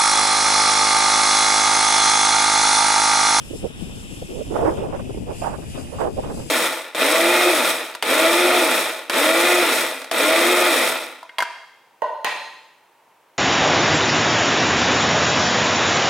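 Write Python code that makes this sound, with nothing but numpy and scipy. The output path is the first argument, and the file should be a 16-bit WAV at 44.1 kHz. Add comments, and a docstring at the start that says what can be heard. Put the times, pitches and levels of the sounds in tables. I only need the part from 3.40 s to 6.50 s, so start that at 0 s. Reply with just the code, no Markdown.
"""A low wind rumble lies throughout over the hiss of lorries and a van, at a gusty roadside.
Two bare microphone ports hear it: slow random lumps make the rumble, bursts of noise the hollow puffs.
Coloured noise makes the tyre roar, treble hiss and a faint singing band; it comes from the left.
A wavering sine makes a turbocharger whistle that climbs in pitch."""
import sys
import numpy as np
from scipy import signal
from scipy.fft import rfft, irfft, next_fast_len
from scipy.io import wavfile
from scipy.ndimage import uniform_filter1d, map_coordinates

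SR = 44100
rng = np.random.default_rng(int(sys.argv[2]) if len(sys.argv) > 2 else 0)


def to_wav(sig):
    """Store sig (one row per channel, or 1-D mono) as 16-bit WAV at the path in sys.argv[1].

    Samples outside -1..1 are clipped; the rate is SR.
    """
    pcm = np.clip(np.atleast_2d(sig), -1, 1) * 32767
    pcm = np.round(pcm).astype(np.int16)
    wavfile.write(sys.argv[1], SR, pcm.T)  # frames by channels


N = 136710  # length in samples

# Steady buffeting of each port by the wind: (t/s, level/dB)
RUMBLE_LEVEL_LEFT = [(0.0, -30.5), (0.07, -39), (0.16, -33.5), (0.34, -37.5), (0.43, -31.5), (0.65, -33.5),
                     (0.91, -37.5), (1.07, -33), (1.22, -27.5), (1.33, -32), (1.42, -27), (1.51, -29),
                     (2.43, -32), (2.51, -34), (2.62, -28), (3.1, -35.5)]
RUMBLE_LEVEL_RIGHT = [(0.0, -38.5), (0.24, -32.5), (0.32, -37.5), (0.53, -33.5), (0.64, -37.5),
                      (1.12, -33.5), (1.33, -35.5), (1.741, -32), (1.82, -33.5), (2.09, -33.5), (2.19, -37),
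                      (2.64, -32), (2.71, -41), (2.77, -35.5), (2.96, -32.5), (3.1, -36.5)]
# Colour of the wind rumble: (f/Hz, gain/dB)
RUMBLE_COLOUR = [(20, -3), (40, 1), (120, -1), (250, -4.5), (500, -15.5), (900, -25), (1500, -61),
                 (2500, -120)]
LUMP_DB, LUMP_RATE = 2.5, 40  # depth of the lumps in dB, random points a second

# Traffic at each port: (t/s, tyre roar level/dB, treble hiss level/dB before it flickers)
TRAFFIC_LEVELS_LEFT = [(0.0, -44.5, -47), (0.17, -45.5, -41.5), (0.29, -44.5, -48), (0.53, -43.5, -45),
                       (1.21, -47, -44.5), (1.29, -49.5, -48), (1.39, -42, -44.5), (1.47, -50.5, -52.5),
                       (1.66, -47, -49), (1.85, -47, -51), (1.961, -45.5, -42.5), (2.05, -44, -42.5),
                       (2.17, -51, -50.5), (2.36, -42, -43), (2.41, -48.5, -43.5), (2.51, -52, -51.5),
                       (2.61, -43.5, -43), (2.7, -52, -49), (2.842, -45.5, -44.5), (2.93, -50.5, -45),
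                       (3.0, -47, -41), (3.1, -47, -44)]
TRAFFIC_LEVELS_RIGHT = [(0.0, -47, -51), (0.15, -48, -46), (0.29, -47, -51), (0.52, -46.5, -49),
                        (1.03, -46.5, -51.5), (1.26, -47.5, -53), (1.34, -53, -56), (1.4, -44.5, -53),
                        (1.48, -49, -59.5), (1.68, -48, -51), (1.76, -46, -53), (1.818, -60, -65),
                        (1.881, -49, -53.5), (2.032, -42.5, -44), (2.18, -50.5, -55), (2.36, -43, -46),
                        (2.51, -47, -47.5), (2.6, -44, -51), (2.711, -55.5, -59), (2.78, -44.5, -52),
                        (2.94, -50.5, -49), (3.1, -47, -48)]
# Colour of the traffic noise at each port, # stepped near 2.4, 3.85 and 9.65 kHz: (f/Hz, gain/dB)
TRAFFIC_COLOUR_LEFT = [(1000, -7), (2350, -8), (2420, 1), (3000, 0), (3780, -4), (3900, -11.5),
                       (4650, -10.5), (5100, -8), (5800, -12), (7900, -3.5), (9300, -12.5), (9600, -12.5),
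                       (9700, -6.5), (10400, -8.5), (11100, -14), (12050, -13), (12200, -16.5),
                       (14100, -19)]
TRAFFIC_COLOUR_RIGHT = [(1000, -8), (2350, -8), (2420, 0), (3000, -1.5), (3780, -9), (3900, -17),
                        (4650, -18), (5170, -12), (5600, -15), (7000, -14), (8800, -10), (9600, -11),
                        (9700, -7), (11000, -19), (12050, -19), (12200, -24), (14100, -33)]
# Traffic noise that both ports share: (f/Hz, share of the power from 0 to 1)
SHARED_POWER = [(1500, 0.81), (3000, 0.44), (5000, 0.34), (8000, 0.25), (12000, .05)]
# How much earlier the left port hears the shared noise: (t/s, lead/s)
LEFT_LEAD = [(0, 0.0002), (3.1, 0.000497)]
TRAFFIC_PATCH_DB = 1.2  # depth of the random patches in the traffic noise
SPLIT_HZ = 3850  # tyre roar below, hiss above
LOW_HZ = 523  # the roar thins out around and below this
# Upper part of the roar, against the rest of it: (t/s, gain/dB)
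ROAR_EDGE_GAIN = [(1.3, 0.5), (1.8, -3), (3.1, -0.5)]
ROAR_EDGE_HZ = 3010  # the upper part starts here
# random flicker of hiss, singing and whistle, shared by both ports: depth in dB, random points a second
FLICKER_DB, FLICKER_RATE = 1.2, 22

# Middle of the band of singing noise: (t/s, centre f/Hz)
SING_PITCH = [(0, 5260), (1.2, 5245), (2, 4874), (3.1, 4960)]
SING_DB, SING_LEFT_DB = -17.5, 7.5  # against the hiss; added on the left, taken off on the right
SING_RATE = 380  # random points a second; more of them make a wider band

# Turbocharger pitch, before it wavers: (t/s, f/Hz)
TURBO_PITCH = [(0, 9620), (.5, 9860), (.9, 10020), (1.3, 10240), (1.7, 10340), (2.1, 10400), (2.5, 10450),
               (3.1, 10440)]
# Turbocharger gain against the hiss, before fading and left-right balance: (t/s, gain/dB)
TURBO_GAIN = [(0, -16), (1.5, -15), (1.7, -10), (3.1, -14.5)]
TURBO_WAVER_HZ, TURBO_FADE_DB = 14, 3.5  # depth of the random waver and of the random fading
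TURBO_LEFT_DB = 1.5  # added on the left, taken off on the right

FAR_DB, FAR_TOP_HZ = -64.5, 6400  # steady bed of low treble from farther traffic: level, upper limit

# Puffs of wind on each port: (t/s, length/s, level/dB, centre f/Hz, treble fall/(dB/octave))
WIND_PUFFS_LEFT = [(0.15, 0.012, -24, 348, 33), (0.227, 0.017, -31, 315, 14),
                   (0.299, 0.014, -30, 228, 13.5), (0.41, 0.061, -32, 205, 16),
                   (0.422, 0.013, -22.5, 165, 14.5), (0.494, 0.0035, -33.5, 420, 7),
                   (0.572, 0.0082, -26, 111, 11), (0.711, 0.032, -30, 261, 21),
                   (0.819, 0.026, -29, 156, 30), (0.82, 0.0098, -26, 583, 50),
                   (0.89, 0.034, -28.5, 317, 19), (0.985, 0.039, -33, 394, 12),
                   (1.148, 0.074, -37, 910, -4), (1.172, 0.051, -21.5, 420, 15),
                   (1.237, 0.019, -17, 484, 15), (1.272, 0.039, -19, 397, 10.5),
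                   (1.324, 0.036, -26, 417, 16), (1.382, 0.0097, -19, 423, 21),
                   (1.402, 0.12, -28.5, 362, 11.5), (1.524, 0.043, -31, 310, 7.5),
                   (1.564, 0.056, -30.5, 260, 9), (1.646, 0.021, -26.5, 264, 20),
                   (1.695, 0.007, -20, 364, 15), (1.878, 0.084, -33, 383, 15),
                   (2.033, 0.08, -30.5, 383, 6.5), (2.185, 0.023, -27.5, 277, 13),
                   (2.225, 0.015, -33, 216, 9), (2.347, 0.09, -29.5, 290, 9), (2.454, 0.049, -38, 303, 11),
                   (2.542, 0.1, -34.5, 280, 8), (2.619, 0.097, -25, 377, 14), (2.789, 0.021, -22, 510, 24),
                   (2.859, 0.082, -29, 263, 9), (2.943, 0.045, -29, 230, 36),
                   (3.041, 0.043, -33, 250, 14.5)]
WIND_PUFFS_RIGHT = [(0.107, 0.0099, -22.5, 323, 26), (0.132, 0.013, -23.5, 414, 40),
                    (0.234, 0.033, -19, 486, 36), (0.768, 0.015, -35, 336, 18),
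                    (0.819, 0.006, -24, 545, 54), (0.9, 0.12, -30, 400, 37), (0.955, 0.048, -27.5, 466, 28),
                    (1.005, 0.019, -21.5, 500, 73), (1.073, 0.018, -67, 384, 5),
                    (1.108, 0.041, -20.5, 360, 16), (1.142, 0.038, -17, 553, 14),
                    (1.19, 0.023, -17, 576, 19), (1.218, 0.022, -13, 505, 16),
                    (1.248, 0.026, -12.5, 450, 10.5), (1.272, 0.03, -12, 358, 12.7),
                    (1.304, 0.041, -21.5, 425, 12.6), (1.362, 0.041, -27, 503, 13),
                    (1.407, 0.067, -22, 454, 17), (1.525, 0.014, -21, 500, 11),
                    (1.539, 0.027, -22.5, 540, 12.5), (1.591, 0.013, -24.5, 520, 13),
                    (1.672, 0.0064, -29, 480, 17), (1.706, 0.0051, -21.5, 450, 21),
                    (1.746, 0.0064, -23, 408, 21), (1.775, 0.006, -20, 420, 16),
                    (1.873, 0.051, -24.5, 486, 17), (2.015, 0.017, -20, 645, 23),
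                    (2.038, 0.063, -23, 785, 13), (2.058, 0.04, -21, 790, 41), (2.11, 0.042, -26, 620, 11),
                    (2.22, 0.022, -32, 315, 7.8), (2.375, 0.012, -25, 595, 11),
                    (2.522, 0.043, -29, 550, 15), (2.585, 0.018, -25, 930, 34),
                    (2.605, 0.041, -16, 500, 11.5), (2.643, 0.033, -18, 590, 16.6),
                    (2.676, 0.02, -22.5, 430, 30), (2.714, 0.024, -36, 435, 30),
                    (2.768, 0.028, -18, 592, 34), (2.831, 0.094, -27.5, 467, 11),
                    (2.913, 0.073, -32.5, 390, 14.5), (2.963, 0.061, -29, 405, 13.3)]
PUFF_RISE_DB, PUFF_KNEE = 4, 1.232  # rise in dB an octave below the knee; knee over centre
CORE_DB, CORE_WIDTH = 6, 0.19  # hollow core at the centre; width in octaves, also of the overtone
OVERTONE_DB = 1.5  # weaker overtone an octave above the centre
BASS_HZ, BASS_FREE_DB = 271, -29.5  # below this pitch, puffs above this level lose bass
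BASS_LOSS = 1  # dB lost for each dB above that level
PUFF_TOP_HZ = 1940  # puffs weaken above
FLUTTER_DB, FLUTTER_RATE = 3, 76.8  # depth in dB, random points a second
PUFF_STEADY = 0.69  # how far chance swells of the puff noise are evened out, 0-1
PUFF_ATTACK_S, PUFF_RELEASE_S = 0.00058, 0.0015  # softness of the edges, before the share below
PUFF_SOFTEN = 0.15  # share of the length added to the release; half as much to the attack
PUFF_LEAD_IN_S = 0.03  # room for the soft attack

TOP_HZ = 14200  # the recorder's band limit


def amp(db):
    """Turn decibels into a plain multiplier."""
    return 10 ** (np.asarray(db) / 20)


def unit(x):
    """Scale a signal to an average (rms) strength of 1."""
    return x / np.sqrt(np.mean(x ** 2) + 1e-20)


def along(points, hz):
    """Read values between (f/Hz, value) points on a log pitch axis."""
    f, v = np.transpose(points)
    return np.interp(np.log(hz + 1), np.log(f + 1), v)


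def curves(rows):
    """Draw one value per sample for each column after the time."""
    times, *columns = np.transpose(rows)
    return [np.interp(np.arange(N) / SR, times, column) for column in columns]


def wobble(rate):
    """Make a smooth random curve through this many random points a second."""
    return map_coordinates(rng.standard_normal(4000), [np.arange(N) * rate / SR])


def filtered(x, response):
    """Multiply each frequency of x by the response."""
    m = next_fast_len(N + SR // 2)
    spectrum = rfft(x, m) * response(np.fft.rfftfreq(m, 1 / SR))
    return irfft(spectrum, m)[..., :N]


def patches(shape, bins, frames):
    """Make a random field of rms 1, smooth over some frequency bins and time frames."""
    across_pitch = uniform_filter1d(rng.standard_normal(shape), bins, axis=0)
    return unit(uniform_filter1d(across_pitch, frames, axis=1))


def tone(track, waver_hz):
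    """Make a sine that follows a pitch curve and wavers around it."""
    pitch_hz = curves(track)[0] + waver_hz * wobble(99)
    return np.sin(2 * np.pi * np.cumsum(pitch_hz) / SR)


def rumble(levels):
    """Slow eddies press on the port in lumps."""
    noise = filtered(rng.standard_normal(N), lambda hz: amp(along(RUMBLE_COLOUR, hz)))
    lumpy = unit(noise * amp(LUMP_DB * wobble(LUMP_RATE)))
    return amp(curves(levels)[0]) * lumpy


def traffic_noises():
    """Patchy noise, partly shared by the ports; the shared part reaches the left port first."""
    grid = signal.stft(rng.standard_normal((3, N)), nperseg=512)[2]
    patchy = grid * amp(TRAFFIC_PATCH_DB * patches(grid.shape[1:], 5, 6))
    common, *own = signal.istft(patchy, nperseg=512)[1][:, :N]
    late = map_coordinates(common, [np.arange(N) - SR * curves(LEFT_LEAD)[0]], order=5)
    share = lambda hz: np.clip(along(SHARED_POWER, hz), 0, 1)
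    return [filtered(shared, lambda hz: np.sqrt(share(hz)))
            + filtered(alone, lambda hz: np.sqrt(1 - share(hz)))
            for shared, alone in zip((common, late), own)]


def tyre_roar(noise, colour):
    """The lower traffic noise, whose upper part changes in strength with time."""
    def response(hz):
        return amp(along(colour, hz)) * (hz < SPLIT_HZ) / (1 + (LOW_HZ / (hz + 1)) ** 4)
    roar = filtered(noise, response)
    edge = filtered(roar, lambda hz: hz > ROAR_EDGE_HZ)
    return unit(roar - edge + amp(curves(ROAR_EDGE_GAIN)[0]) * edge)


def treble_hiss(noise, colour):
    """The traffic noise above the split, in its colour at each port."""
    return unit(filtered(noise, lambda hz: amp(along(colour, hz)) * (hz >= SPLIT_HZ)))


def singing(side):
    """A sine made strong and weak at random spreads into a narrow band of noise."""
    return amp(SING_DB + side * SING_LEFT_DB) * unit(tone(SING_PITCH, 0) * wobble(SING_RATE))


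def turbo_whistle():
    """A climbing, wavering sine that comes and goes in strength."""
    gain_db = curves(TURBO_GAIN)[0] + TURBO_FADE_DB * wobble(23)
    return tone(TURBO_PITCH, TURBO_WAVER_HZ) * amp(gain_db)


def far_traffic(colour):
    """A steady bed of noise in the low treble."""
    def response(hz):
        return amp(along(colour, hz)) * (hz >= SPLIT_HZ) * (hz < FAR_TOP_HZ)
    return amp(FAR_DB) * unit(filtered(rng.standard_normal(N), response))


def traffic():
    """Each port adds roar and far traffic to a flickering mix of hiss, singing and whistle."""
    whistle = turbo_whistle()
    flicker_db = FLICKER_DB * wobble(FLICKER_RATE)
    ports = [(TRAFFIC_LEVELS_LEFT, TRAFFIC_COLOUR_LEFT, 1),
             (TRAFFIC_LEVELS_RIGHT, TRAFFIC_COLOUR_RIGHT, -1)]
    out = []
    for noise, (levels, colour, side) in zip(traffic_noises(), ports):
        roar_db, hiss_db = curves(levels)
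        roar = amp(roar_db) * tyre_roar(noise, colour)
        treble = treble_hiss(noise, colour) + singing(side) + amp(side * TURBO_LEFT_DB) * whistle
        out.append(far_traffic(colour) + roar + amp(hiss_db + flicker_db) * treble)
    return np.array(out)


def puff_colour(hz, db, centre_hz, fall_db):
    """Each puff is strongest around a centre pitch, with a weaker overtone an octave up."""
    x = hz / (centre_hz * PUFF_KNEE)
    broad = 1 / np.sqrt(x ** (-PUFF_RISE_DB / 3) + x ** (fall_db / 3))
    peak = lambda at: np.exp(-(np.log2(hz / at) / CORE_WIDTH) ** 2 / 2)
    core_db = CORE_DB * peak(centre_hz) + OVERTONE_DB * peak(2 * centre_hz)
    # stronger puffs lose more bass
    bass_db = -BASS_LOSS * max(db - BASS_FREE_DB, 0) / (1 + (hz / BASS_HZ) ** 16)
    return broad * amp(core_db + bass_db) / (1 + (hz / PUFF_TOP_HZ) ** 4)


def puffs(rows):
    """Each puff of coloured noise rises, holds and dies while it flutters."""
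    size = 8192  # samples for one puff
    out = np.zeros(N + size)
    t, hz = np.arange(size) / SR, np.fft.rfftfreq(size, 1 / SR) + 1
    noises = rng.standard_normal((len(rows), size))
    for (start, length, db, centre_hz, fall_db), noise in zip(rows, noises):
        coloured = unit(irfft(rfft(noise) * puff_colour(hz, db, centre_hz, fall_db)))
        swell = np.abs(uniform_filter1d(coloured ** 2, 400) + .05)
        steadier = coloured / swell ** (PUFF_STEADY / 2)
        attack = PUFF_ATTACK_S + PUFF_SOFTEN * length / 2
        release = PUFF_RELEASE_S + PUFF_SOFTEN * length
        rising = 1 / (1 + np.exp((PUFF_LEAD_IN_S - t) / attack))
        dying = 1 / (1 + np.exp((t - PUFF_LEAD_IN_S - length) / release))
        shape = rising * dying
        # the first noise values also serve as the random points of the flutter
        flutter = amp(FLUTTER_DB * map_coordinates(noise, [t * FLUTTER_RATE]))
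        puff = shape * steadier * flutter
        # give the puff the same energy as its smooth shape, then its level
        puff *= amp(db) * np.linalg.norm(shape) / np.linalg.norm(puff)
        out[round((start - PUFF_LEAD_IN_S) * SR):][:size] += puff
    return out[:N]


def wind():
    """The two ports are buffeted independently."""
    left = puffs(WIND_PUFFS_LEFT) + rumble(RUMBLE_LEVEL_LEFT)
    right = puffs(WIND_PUFFS_RIGHT) + rumble(RUMBLE_LEVEL_RIGHT)
    return np.array([left, right])


def scene():
    """Wind on the ports over the traffic."""
    return wind() + traffic()


def record(dry):
    """The recorder keeps nothing above its band limit."""
    return filtered(dry, lambda hz: hz < TOP_HZ)


dry = scene()
out = record(dry)
to_wav(out)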